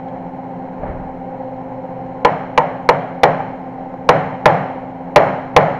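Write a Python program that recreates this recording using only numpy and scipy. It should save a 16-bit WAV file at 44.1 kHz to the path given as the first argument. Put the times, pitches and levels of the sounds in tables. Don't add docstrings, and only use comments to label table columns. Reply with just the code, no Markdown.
import sys
import numpy as np
from scipy import signal
from scipy.fft import rfft, irfft
from scipy.io import wavfile

SR = 44100
rng = np.random.default_rng(int(sys.argv[2]) if len(sys.argv) > 2 else 0)


def output_pcm(signal):
    pcm = np.clip(np.atleast_2d(signal).T, -1, 1) * 32767
    wavfile.write(sys.argv[1], SR, np.round(pcm).astype(np.int16))


N = 255339
TIME = np.arange(N) / SR


def undb(db):
    return 10 ** (np.asarray(db) / 20)


def unit(x):
    return x / np.sqrt(np.mean(x ** 2))


def along(points, hz):
    f, value = np.transpose(points)
    return np.interp(np.log(np.maximum(hz, 1)), np.log(f), value)


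def noise(points, size=N):
    hz = np.fft.rfftfreq(size, 1 / SR)
    return unit(irfft(rfft(rng.standard_normal(size)) * undb(along(points, hz)), size))


def colour(x, points, size=1024):
    cepstrum = irfft(np.log(undb(along(points, np.fft.rfftfreq(size, 1 / SR)))))
    cepstrum[1:size // 2] *= 2
    cepstrum[size // 2 + 1:] = 0
    return signal.fftconvolve(x, irfft(np.exp(rfft(cepstrum))))[:len(x)]


def wander(rate_hz, size=N):
    hz = np.fft.rfftfreq(size, 1 / SR)
    return unit(irfft(rfft(rng.standard_normal(size)) * np.exp(-(hz / rate_hz) ** 2), size))


def fade(t, fade_s):
    return np.exp(-np.log(1000) * t / fade_s)


def add(out, start_s, x):
    i = int(start_s * SR)
    out[i:i + len(x)] += x[:N - i]


def machine_tone(hz, db, flutter, clock, flutter_hz=9):
    shake = 1 + flutter * (wander(flutter_hz) + 1j * wander(flutter_hz)) / np.sqrt(2)
    return undb(db) * unit(np.real(shake * np.exp(2j * np.pi * hz * clock)))


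# frequency in Hz, relative level in dB.
DRONE_COLOUR = [(20, -5), (85, -9), (120, -0.5), (170, 3.5), (230, -3.5), (420, -1.5), (520, 1.5),
                (640, -0.5), (780, 7), (900, 0), (1150, -15), (2100, -18.5), (4000, -23), (7000, -32.5)]

def drone(level_db=-31, throb_db=-0.5, throb_hz=25):
    return noise(DRONE_COLOUR) * undb(level_db + throb_db * wander(throb_hz))


# multiple of the rate at which teeth meet, level in dB, amount of flutter.
GEAR_TONES = [(1, -33.5, 0.11), (3, -39, 0.93), (4, -50, .5)]

def gears(clock, teeth_hz=261.1, turns_per_s=7.9, whine_db=-40, swell_at_s=1.5, swell_db=7.5):
    hum = sum(machine_tone(round(k) * teeth_hz, db, flutter, clock) for k, db, flutter in GEAR_TONES)
    width_s = np.where(TIME < swell_at_s, .3, .8)
    swell = np.exp(-((TIME - swell_at_s) / width_s) ** 2)
    whine = machine_tone(2 * teeth_hz, whine_db + swell_db * swell, flutter=0.23, clock=clock)
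    squeeze = np.sin(2 * np.pi * 2 * turns_per_s * clock)
    return hum * (1 + 0.25 * squeeze) + whine * (1 + 0.45 * squeeze)


# pitch in Hz, level in dB, amount of flutter.
SHAFT_TONES = [(124.4, -44.5, 0.97), (175, -38.5, 0.3), (189.2, -42, 0.74), (545, -42.5, 0.51),
               (607, -55.5, 0.46), (854, -46, .7), (959, -50.5, 0.54)]

def lathe(speed_drift=0.00081):
    clock = TIME + np.cumsum(speed_drift * wander(3)) / SR
    gear_sound = gears(clock)
    shafts = sum(machine_tone(hz, db, flutter, clock) for hz, db, flutter in SHAFT_TONES)
    return gear_sound + shafts + drone()


# frequency in Hz, relative level in dB.
GUST_COLOUR = [(15, -4.5), (32, 1), (60, -4), (120, -10), (300, -17), (600, -12.5), (1200, -23),
               (4000, -42), (8000, -73)]

def draught(start_s=.785, rise_s=.045, hold_s=.085, fade_s=1.3, level_db=-26, rumble_hz=75):
    age = TIME - start_s
    speed = np.clip(age / rise_s, 0, 1) * fade(np.maximum(age - rise_s - hold_s, 0), fade_s)
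    air = noise(GUST_COLOUR) * undb(level_db + 1.5 * wander(rate_hz=14))
    rumble = signal.sosfiltfilt(signal.butter(2, rumble_hz, fs=SR, output="sos"), air)
    rush = air - rumble
    return rumble * speed + rush * speed ** 1.6


# start in seconds, level in dB, pitch in Hz.
TOOL_KNOCKS = [(.082, -39, 3220), (.8336, -21, 575), (3.4033, -17.5, 796), (3.9405, -28.5, 700)]

def knocks(fade_s=0.055):
    out, t = np.zeros(N), np.arange(SR // 2) / SR
    for start_s, db, hz in TOOL_KNOCKS:
        rattle = noise([(hz / 2, -20), (hz, 0), (hz * 2, -20), (hz * 10, -60)], len(t))
        ping = np.sin(2 * np.pi * hz * t)
        add(out, start_s, undb(db) * fade(t, fade_s) * (rattle + ping))
    return out


# frequency in Hz, relative level in dB, fade time in seconds.
ROOM_ECHOES = [(58, -37.5, 0.97), (113, -1, 1), (182, 0, 1), (210, -13, 0.99), (370, -5, 0.68),
               (543, 4, 0.78), (776, 4.5, 0.76), (1180, -6.5, 0.77), (2220, -13.5, 0.89),
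               (3220, -15.5, 0.87), (7340, -33.5, 0.79)]
# pitch in Hz, relative level in dB, fade time in seconds.
WALL_NOTES = [(153.7, -3, 0.62), (165.1, -2, 0.43), (193, -10.5, 1), (561, -2, .6), (770, -7.5, 0.99)]

def room_ring(t, echo_rise_s=0.0035, notes_rise_s=0.0058, notes_db=-4, sweep_hz=575, climb_hz_per_s=1400):
    spectrum = rfft(noise([(f, db) for f, db, _ in ROOM_ECHOES], len(t)))
    hz = np.fft.rfftfreq(len(t), 1 / SR)
    centres_hz = np.geomspace(60, 8000, 20)
    fade_times = along([(f, fade_s) for f, _, fade_s in ROOM_ECHOES], centres_hz)
    bands = (irfft(spectrum * np.interp(hz, centres_hz, pick), len(t))
             for pick in np.eye(len(centres_hz)))
    echoes = sum(band * fade(t, fade_s) for band, fade_s in zip(bands, fade_times))
    cycles = (sweep_hz + climb_hz_per_s * t / 2) * t
    roughness = 0.62 * wander(40, len(t))
    sweep = undb(-3) * fade(t, 0.57) * np.sin(2 * np.pi * cycles + roughness)
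    notes = sum(undb(db) * fade(t, fade_s) * np.sin(2 * np.pi * f * t) for f, db, fade_s in WALL_NOTES)
    notes *= undb(notes_db) * (1 - np.exp(-t / notes_rise_s))
    return (echoes + sweep) * (1 - np.exp(-t / echo_rise_s)) + notes


# pitch in Hz, fade time in seconds,
# relative level in dB when struck at place 0, the same at place 1.
SHELL_NOTES = [(325, 0.083, -12.5, -14), (420.3, 0.097, -18.5, -10), (493.8, 0.11, 3.5, -3),
               (595.6, 0.15, -22.5, -3.5), (665.5, 0.098, -10.5, -11), (797, 0.082, -9, -5.5),
               (854.7, .13, -1, -7.5), (915, 0.17, 1.5, -17), (997.4, 0.07, 4.5, -14.5),
               (1038, 0.09, -3.5, -9.5), (1159, 0.051, -16, -12.5), (1310, 0.086, -13, -20),
               (1430, 0.035, -18, -14), (1738, 0.075, -17.5, -15.5), (1898, 0.094, -16.5, -15.5),
               (2300, 0.029, 0.5, -7.5), (2890, 0.052, -9, -14), (4160, 0.027, -21.5, -19.5)]

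def shell_ring(t, place, scatter_db=1.5, detune=0.0034):
    hz, fade_s, db_at_0, db_at_1 = np.transpose(SHELL_NOTES)[:, :, None]
    level_luck, pitch_luck = rng.standard_normal((2, len(SHELL_NOTES), 1))
    sign = (-1) ** np.arange(len(SHELL_NOTES))[:, None]
    gains = sign * undb(db_at_0 + place * (db_at_1 - db_at_0) + scatter_db * level_luck)
    notes = np.cos(2 * np.pi * hz * (1 + detune * pitch_luck) * t)
    return np.sum(gains * fade(t, fade_s) * notes, axis=0)


# frequency in Hz, relative level in dB.
CRACK_COLOUR = [(100, -35), (350, -16.5), (600, -1.5), (1000, -1.5), (1400, -9), (2300, -12.5),
                (4000, -8.5), (7000, -16)]
# start in seconds, force in dB, place on the shell from 0 to 1,
# extra crack in dB, extra room sound in dB.
HAMMER_BLOWS = [(2.2477, -1, 0.38, 4, -1.5), (2.5763, -4.5, 0.1, 9.5, 0), (2.8893, -0.5, 0.39, 9.5, -2.5),
                (3.2332, 2, 0.86, 8, -2), (4.0893, 1, 0.66, 9.5, 1), (4.4567, 1.5, 0.82, 9, 1),
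                (5.1596, 5, 1, 5.5, -1.5), (5.5637, 4.5, 0.92, 6, -2)]

def hammer(shell_db=1, crack_db=-1, room_db=-11, rise_s=0.00044, wall_delay_s=0.019, wall_db=-13):
    out, t = np.zeros(N), np.arange(SR) / SR
    for start_s, force_db, place, extra_crack_db, extra_room_db in HAMMER_BLOWS:
        ring = shell_ring(t, place)
        crack = undb(crack_db + extra_crack_db) * noise(CRACK_COLOUR, len(t)) * fade(t, 0.031)
        room = undb(room_db + extra_room_db) * room_ring(t)
        contact = undb(force_db) * (1 - np.exp(-t / rise_s))
        add(out, start_s, contact * (undb(shell_db) * ring + crack + room))
        add(out, start_s + wall_delay_s, contact * undb(wall_db) * ring)
    return out


def scene():
    return (lathe() + hammer() + knocks() + draught())[None]


# frequency in Hz, gain in dB.
MIC_OPENING = [(1000, -0.5), (2200, -0.5), (2550, -10), (3100, -11), (3550, -21.5), (4150, -13),
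               (4750, -26), (5400, -16.5), (6000, -23), (6800, -10), (7800, -14)]
# frequency in Hz, gain in dB.
CONVERTER_TREBLE = [(6000, 0), (7200, -8), (8000, -15), (9400, -0.5), (12000, 1), (15500, -16)]

def record(dry, band_hz=7400, channel_hz=16000, leak_db=-7, clip_hardness=10, hiss_db=-78, top_hz=15800):
    x = colour(dry[0], MIC_OPENING)
    x = signal.sosfilt(signal.butter(12, band_hz, fs=SR, output="sos"), x)
    edge = signal.sosfilt(signal.butter(8, band_hz, "high", fs=SR, output="sos"), x)
    x = x + undb(leak_db) * 2 * edge * np.cos(2 * np.pi * channel_hz * TIME)
    x = x / (1 + np.abs(x) ** clip_hardness) ** (1 / clip_hardness)
    x = .98 * colour(x, CONVERTER_TREBLE)
    x = x + undb(hiss_db) * rng.standard_normal(N)
    return signal.sosfilt(signal.ellip(8, .1, 70, top_hz, fs=SR, output="sos"), x)[None]


dry = scene()
out = record(dry)
output_pcm(out)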